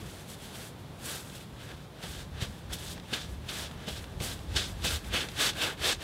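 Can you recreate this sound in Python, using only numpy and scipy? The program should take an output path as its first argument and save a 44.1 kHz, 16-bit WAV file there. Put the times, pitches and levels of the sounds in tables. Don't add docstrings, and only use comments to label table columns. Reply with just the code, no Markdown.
import sys
import numpy as np
from scipy import signal
from scipy.fft import rfft, irfft, next_fast_len
from scipy.io import wavfile
from scipy.ndimage import uniform_filter1d

SR = 44100
rng = np.random.default_rng(int(sys.argv[2]) if len(sys.argv) > 2 else 0)


def nominal_scale(level):
    x = np.asarray(level, float) / 20
    return 10 ** x


def file_out(sig):
    cols = np.atleast_2d(sig).T
    lim = np.clip(cols, -1, 1)
    pcm = np.round(lim * 32767).astype(np.int16)
    wavfile.write(sys.argv[1], SR, pcm)


N = 265923

# start_s [s], level_db [dB], puff_t60_s [s], rise_s [s], tip_hiss_db [dB]
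LANDINGS = [(1.345, -31.5, 0.18, 0.0074, -4), (2.02, -27.5, 0.18, 0.016, -15),
            (2.414, -29, 0.053, 0.01, -7), (2.72, -22.5, 0.1, 0.013, 2), (3.130, -14.5, .1, 0.0069, -17),
            (3.488, -20, 0.086, 0.0027, -25), (3.862, -22.5, 0.1, 0.025, -10), (4.200, -26, 0.2, .003, -14),
            (4.557, -12.5, 0.17, 0.01, -20), (4.840, -17, 0.29, 0.0034, -4), (5.129, -21, .12, 0.0045, -8)]
# freq_hz [Hz], density_db [dB per Hz]
WEAVE_COLOUR = [(1400, -49), (2100, -5.5), (3000, 0), (4500, -4.5), (6000, -9), (9000, -16), (15000, -43)]
# freq_hz [Hz], density_db [dB per Hz]
TIP_COLOUR = [(2500, -17), (4500, -4), (6500, -2.5), (8100, -1), (11000, -3), (14000, -8), (17000, -14)]
# freq_hz [Hz], density_db [dB per Hz]
DRAG_COLOUR = [(600, -10), (1000, -9), (1550, 1.5), (2100, -3.5), (2800, -12.5), (4000, -67)]
# freq_hz [Hz], density_db [dB per Hz]
PANEL_COLOUR = [(120, -23), (250, 2), (500, 3.5), (900, -3), (1300, -12), (2500, -25)]
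# pitch_hz [Hz], width_hz [Hz], boost_db [dB]
CANVAS_MODES = [(561, 120, 0), (850, 18, 4.5), (1170, 72, 3.5), (1580, 86, 1.5), (1702, 31, 3),
                (2610, 23, 6.5), (2820, 17, -2), (3400, 46, 0), (3545, 25, 4), (3670, 19, 1),
                (5300, 49, -1.5), (7870, 300, 2)]
PUFF_DRAG_DB, PUFF_PANEL_DB = -8.5, -28
TIP_LAG_S = 0.0021


def brush():
    *power, lean_db = strokes()
    power = np.array(power) * nominal_scale(1.4 * drift(14.5))
    for start_s, level_db, t60_s, rise_s, hiss_db in LANDINGS:
        layers_db = np.array([[0], [hiss_db], [PUFF_DRAG_DB], [PUFF_PANEL_DB]])
        puff = nominal_scale(level_db - 15.0 + layers_db) * burst(start_s, rise_s, t60_s)
        power += puff ** 2
    lag = TIP_LAG_S * SR
    power[1] = signal.lfilter([1 / lag], [1, 1 / lag - 1], power[1])
    weave = leaning(colour(slips(1.6), WEAVE_COLOUR), lean_db) * nominal_scale(-2.0)
    tips = colour(slips(2.8), TIP_COLOUR) * nominal_scale(-0.7 + 1.0 * drift(11))
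    drag = colour(slips(2.86), DRAG_COLOUR) * nominal_scale(-1.0 + 1.0 * drift(5))
    panel = colour(slips(0.81), PANEL_COLOUR)
    layers = np.sqrt(power) * [weave, tips, drag, panel]
    return boost(np.sum(layers, axis=0), CANVAS_MODES)


# start_s (full contact) [s], length_s [s], rasp_db [dB],
# change_db over the stroke [dB], tip_hiss_db against the rasp [dB]
FEATHERED = [
    (0.0, 0.22, -56, 0, 0),
    (0.301, 0.037, -53, -1, 2.5),
    (0.423, 0.1, -51, -8.5, -1),
    (0.55, 0.072, -49.5, -2.3, 0.5),
    (0.628, 0.046, -55.5, 0.5, 4),
    (1.055, 0.15, -47.5, -5, 4.5),
    (1.09, 0.072, -45, -3.2, 2),
    (1.325, 0.11, -56, -3.5, 2.5),
    (1.606, 0.13, -53.5, -6, -6.5),
    (1.768, 0.079, -61, -1.5, -7),
]
PLANTED = [(2.028, .2, -47, -5.5, -4), (2.419, 0.033, -39.5, -6.5, -8), (2.79, .13, -49.5, 2.1, -0.5),
           (2.75, 0.033, -53, -2, -3), (3.134, .12, -39, -13, -7.5), (3.495, .13, -42, -.6, -3),
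           (3.635, .03, -46, -3.5, -7.5), (3.9, 0.083, -47.5, 0, -4), (4.221, 0.11, -43.5, -2, 0),
           (4.563, 0.099, -34.5, -9.5, -9.5), (4.847, 0.038, -35, -0.5, -6.5),
           (4.905, 0.061, -38.5, -4.5, -1.5), (5.14, 0.073, -32.5, -2.5, -10.5)]
SCRUBBED = [
    (5.406, 0.061, -28.5, -.6, -8.5),
    (5.47, 0.027, -33, 0.5, -10),
    (5.623, 0.091, -30.5, -11.5, -10.5),
    (5.852, 0.074, -28.5, -4.5, -7.5),
    (6.025, .05, -43.5, -.6, -7),
]
# press_db_per_s [dB/s], lift_db_per_s [dB/s], graze_db under the stroke [dB],
# drag_db [dB], panel_db [dB]
HANDLING = [
    (283, 330, -32.5, -1.5, -4.5),
    (600, 414, -15, -3, -7),
    (345, 605, -29, -2.5, -6.5),
]
# start_s [s], half_width_s [s], rasp_db [dB], tip_hiss_db against it [dB]
SKIMS = [(.8, .025, -70, 7), (1.25, 0.056, -62, 8), (1.56, .04, -65.5, -2), (1.71, 0.028, -53.5, -11),
         (1.99, 0.055, -59.5, -10), (2.385, 0.056, -55.5, -10), (2.54, 0.09, -60.5, 1),
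         (2.718, .022, -49, -6), (2.64, .05, -63, -16), (2.97, .03, -56, -17), (3.05, .03, -60, -10),
         (3.105, 0.032, -53.5, -5), (3.31, 0.054, -59, 0), (3.45, 0.044, -60.5, -7), (3.7, 0.074, -59, -4),
         (3.84, 0.071, -52.5, -9), (4.02, 0.039, -56.5, 1), (4.11, 0.056, -60, -8), (4.4, 0.087, -60.5, -2),
         (4.53, 0.043, -52.5, -8), (4.69, 0.046, -52, -0.5), (4.81, 0.065, -56.5, -3),
         (5.07, 0.04, -55, 1.5), (5.24, 0.03, -46.5, -4), (5.31, 0.042, -55.5, 0), (5.585, 0.036, -43, -4),
         (5.728, 0.022, -51, -3)]
# start_s [s], tilt_db from flat and coarse to tips only [dB], push_db into the cloth [dB]
TILT = [(0, -3, 4), (1.1, -3, -0.2), (1.7, -4, 3), (2.1, 1.5, 1.8), (2.43, -2.5, -0.2), (2.8, 3, 1.7),
        (3.14, 0.5, -0.5), (3.55, 0, -0.5), (3.9, -2, -2), (4.27, 0, 3.4), (4.6, 5, -1), (4.9, 1, -1.5),
        (5.18, -8.5, -1.8), (5.45, 0.5, -3.5), (5.62, -2.5, -1), (5.72, -11.5, 3), (5.84, 1.5, -1.1),
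        (6.03, -1, 4)]
APPROACH_DB_PER_S, TRAIL_DB_PER_S = 248, 80
GRAZE_HISS_DB, GRAZE_DRAG_DB, GRAZE_PANEL_DB = -11, 1.5, 1
SAG_CURVE = 1.37
SPEED_HISS_DB, SPEED_LEAN_DB = -1, 9.5
DRAG_PER_TILT, PANEL_PER_TILT, DRAG_PER_PUSH = -0.31, -0.14, 0.4


def strokes():
    t = np.arange(0, N / SR + .001, .0005)
    out = np.zeros((5, len(t)))
    for kind, (press, lift, graze_db, drag_db, panel_db) in zip((FEATHERED, PLANTED, SCRUBBED), HANDLING):
        for start_s, length_s, rasp_db, change_db, hiss_db in kind:
            done = np.clip((t - start_s) / length_s, 0, 1)
            early = np.maximum(start_s - t, 0)
            late = np.maximum(t - start_s - length_s, 0)
            level_db = rasp_db + change_db * done ** SAG_CURVE
            firm = nominal_scale(2 * (level_db - press * early - lift * late))
            graze = nominal_scale(2 * (level_db + graze_db - APPROACH_DB_PER_S * early - TRAIL_DB_PER_S * late))
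            sliding = nominal_scale(2 * (SPEED_HISS_DB * (done - .5)))
            out[0] += firm + graze
            out[1] += nominal_scale(2 * hiss_db) * (firm * sliding + graze * nominal_scale(2 * GRAZE_HISS_DB))
            out[2] += firm * nominal_scale(2 * drag_db) + graze * nominal_scale(2 * GRAZE_DRAG_DB)
            out[3] += firm * nominal_scale(2 * panel_db) + graze * nominal_scale(2 * GRAZE_PANEL_DB)
            out[4] += (firm + graze) * SPEED_LEAN_DB * done
    for start_s, half_width_s, rasp_db, hiss_db in SKIMS:
        layers_db = rasp_db + np.array([[0], [hiss_db], [GRAZE_DRAG_DB], [GRAZE_PANEL_DB]])
        out[:4] += nominal_scale(2 * layers_db) * np.exp(-2 * ((t - start_s) / half_width_s) ** 2)
    held_s, tilts, pushes = np.transpose(TILT)
    tilt_db = np.interp(t, held_s, tilts)
    push_db = np.interp(t, held_s, pushes)
    by_tilt = np.outer([DRAG_PER_TILT, PANEL_PER_TILT], tilt_db + 6.5)
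    by_push = np.outer([DRAG_PER_PUSH, 1], push_db)
    out[2:4] *= nominal_scale(2 * by_tilt + 2 * by_push)
    out[4] = tilt_db + out[4] / (out[0] + 1e-30)
    return [np.interp(np.arange(N) / SR, t, row) for row in out]


def slips(spread_db):
    slips_per_s = 9000
    sizes = nominal_scale(spread_db * np.minimum(rng.exponential(1, N), 4)) * rng.choice([-1, 1], N)
    return sizes * (rng.random(N) < slips_per_s / SR)


def leaning(x, lean_db):
    weave_centre_hz = 3600
    low = signal.sosfiltfilt(signal.butter(2, weave_centre_hz, fs=SR, output="sos"), x)
    high = x - low
    return low * nominal_scale(-lean_db / 2 + 1.4 * drift(45)) + high * nominal_scale(lean_db / 2 + 0.9 * drift(45))


# start_s [s], level_db [dB], pitch_hz [Hz], t60_s [s], panel_rustle_db [dB]
THUMPS = [
    (2.034, -35.5, 167, 0.062, -43.5),
    (2.421, -19, 121, 0.035, -50),
    (2.72, -45, 180, .07, -50),
    (3.124, -25, 245, 0.028, -38.5),
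    (3.874, -27, 210, 0.058, -38.5),
    (4.204, -29.5, 140, 0.079, -38.5),
    (4.545, -37, 149, .07, -42.5),
    (4.841, -35, 179, 0.094, -40),
    (5.136, -30.5, 232, 0.072, -40),
]
RUSTLE_RISE_S, RUSTLE_T60_S = .008, 0.15


def thumps():
    out = np.zeros(N)
    rustle = colour(slips(1.7), PANEL_COLOUR)
    for start_s, level_db, pitch_hz, t60_s, rustle_db in THUMPS:
        push = np.diff(burst(start_s, 0.0027, 0.016), prepend=0) * nominal_scale(level_db)
        out += ring(push, pitch_hz, t60_s)
        out += nominal_scale(-14) * ring(push, 2.3 * pitch_hz, 0.5 * t60_s)
        out += nominal_scale(rustle_db) * rustle * burst(start_s, RUSTLE_RISE_S, RUSTLE_T60_S)
    return out


# start_s [s], level_db [dB], pitch_hz [Hz], t60_s [s]
FLICKS = [(1.2974, -40, 4580, 0.028), (1.4094, -46, 3250, 0.03), (1.6893, -42, 2870, 0.03),
          (1.715, -43, 2690, 0.03), (2.978, -39.5, 2800, 0.024), (2.9981, -38, 3330, 0.019),
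          (3.1345, -26, 3400, 0.026), (3.7117, -40, 2890, 0.03), (4.041, -39.5, 2700, 0.03),
          (4.2025, -37, 3000, 0.046), (4.391, -40, 3090, 0.03), (4.8433, -32, 3300, 0.03),
          (5.0448, -40.5, 2970, 0.038), (5.286, -33, 3400, 0.03), (5.316, -44, 7500, 0.03),
          (5.5332, -36.5, 3230, 0.036)]


def flicks():
    crackle = rng.standard_normal(N)
    out = np.zeros(N)
    for start_s, level_db, pitch_hz, t60_s in FLICKS:
        spray = nominal_scale(-17.5) * crackle * burst(start_s, 0.0012, t60_s)
        spray[int((start_s + .001) * SR)] += 1
        snap = ring(spray, .7 * pitch_hz, 0.0012) - ring(spray, 1.45 * pitch_hz, 0.0006)
        snap += nominal_scale(-12) * ring(spray, 10000, 0.00041)
        out += nominal_scale(level_db + 5) * snap / np.abs(snap).max()
    return out


# start_s (peak) [s], level_db [dB], half_width_s [s]
GUSTS = [(.04, -47, 0.076), (.2, -57, 0.057), (.96, -58, 0.063), (1.33, -56, 0.035), (1.54, -56, .04),
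         (1.78, -55, 0.11), (2.1, -48, .03), (2.18, -45, 0.065), (2.34, -40, 0.067), (2.5, -43, 0.039),
         (2.69, -38.5, 0.059), (2.9, -46.5, 0.11), (3.31, -42, 0.1), (3.44, -55, 0.055), (3.68, -50, 0.16),
         (3.91, -44, 0.031), (4.01, -43, 0.052), (4.2, -41, 0.09), (4.37, -44, 0.09), (4.54, -35.5, 0.068),
         (4.73, -40.5, 0.076), (4.85, -37, .03), (4.94, -36, 0.04), (5.05, -44, .04), (5.12, -39.5, 0.058),
         (5.4, -52, 0.19), (5.63, -52, 0.059), (5.81, -42, 0.034), (5.93, -42.5, 0.087)]
# freq_hz [Hz], density_db [dB per Hz]
BUFFET_COLOUR = [(15, -40), (32, -12.5), (50, -4.5), (72, 0.5), (100, -6), (160, -33)]
# freq_hz [Hz], density_db [dB per Hz]
FLUTTER_COLOUR = [(50, -12.5), (95, -6.5), (130, 1), (190, -3.5), (280, -14.5), (450, -25)]
CALM_DB, FLUTTER_DB = -63, -47.5
FLUTTER_FOLLOWS = 0.14


def wind():
    t = np.arange(N) / SR
    gust = np.full(N, nominal_scale(CALM_DB))
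    for start_s, level_db, half_width_s in GUSTS:
        gust += nominal_scale(level_db) * np.exp(-((t - start_s) / half_width_s) ** 2)
    buffet = gust * steadied(colour(rng.standard_normal(N), BUFFET_COLOUR), size=2600)
    flutter = nominal_scale(FLUTTER_DB + 1.6 * drift(13.6)) * (gust / nominal_scale(-41.5)) ** FLUTTER_FOLLOWS
    return buffet + flutter * steadied(colour(rng.standard_normal(N), FLUTTER_COLOUR), size=1800)


def steadied(x, size):
    return rms_one(x / (uniform_filter1d(x ** 2, size=size) + .1) ** 0.18)


# freq_hz [Hz], density_db [dB per Hz]
GARDEN_COLOUR = [(40, -5), (100, 0), (200, -6), (400, -8), (900, -13.5), (2000, -22), (4000, -26),
                 (6000, -31), (10000, -33.5), (17000, -39)]
GARDEN_DB = -48.5


def garden():
    return nominal_scale(GARDEN_DB + 0.69 * drift(1.0)) * colour(rng.standard_normal(N), GARDEN_COLOUR)


def rms_one(x):
    return x / np.sqrt(np.mean(x ** 2) + 1e-20)


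def colour(x, points):
    hz, db = np.transpose(points)
    size = next_fast_len(N)
    bins = np.maximum(np.fft.rfftfreq(size, 1 / SR), 1)
    gain = nominal_scale(np.interp(np.log(bins), np.log(hz), db, left=-90, right=-90))
    return rms_one(irfft(rfft(x, size) * gain, size)[:N])


def drift(rate_hz):
    r = np.exp(-2 * np.pi * rate_hz / SR)
    slow = signal.lfilter([1], [1, -2 * r, r * r], rng.standard_normal(N + SR))[SR:]
    return rms_one(slow - slow.mean())


def ring(clicks, pitch_hz, t60_s):
    r = nominal_scale(-60 / (t60_s * SR))
    w = 2 * np.pi * pitch_hz / SR
    return signal.lfilter([0, np.sin(w)], [1, -2 * r * np.cos(w), r * r], clicks + 1e-18)


def burst(start_s, rise_s, t60_s):
    t = np.arange(N) / SR - start_s
    return np.clip(t / rise_s, 0, 1) * nominal_scale(-60 * np.maximum(t - rise_s, 0) / t60_s)


def boost(x, peaks):
    for hz, width_hz, db in peaks:
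        x = x + (nominal_scale(db) - 1) * signal.lfilter(*signal.iirpeak(hz, hz / width_hz, fs=SR), x)
    return x


def scene():
    return np.tile(brush() + thumps() + flicks() + wind() + garden(), (2, 1))


def band_limit(x):
    return signal.sosfilt(signal.butter(12, 15740, fs=SR, output="sos"), x)


# pitch_hz [Hz], width_hz [Hz], boost_db [dB]
PORT_PRESENCE = [(3490, 860, 4.5)]
# freq_hz [Hz], density_db [dB per Hz]
SIDE_HISS_COLOUR = [(250, -8), (400, 5), (800, 1), (1500, -1.5), (6000, -4), (10000, -6.5), (13000, -1.5),
                    (17000, 2.5)]
CUTOFF_HZ = 15750


def record(dry):
    thinned = signal.sosfilt(signal.butter(2, 28.0, "high", fs=SR, output="sos"), dry)
    heard = boost(thinned, PORT_PRESENCE)
    hiss = nominal_scale(-80.0) * colour(rng.standard_normal(N), SIDE_HISS_COLOUR)
    edge = signal.ellip(10, .1, 60, CUTOFF_HZ, fs=SR, output="sos")
    mix = signal.sosfilt(edge, heard + hiss * [[1], [-1]])
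    return band_limit(mix)


dry = scene()
out = record(dry)
file_out(out)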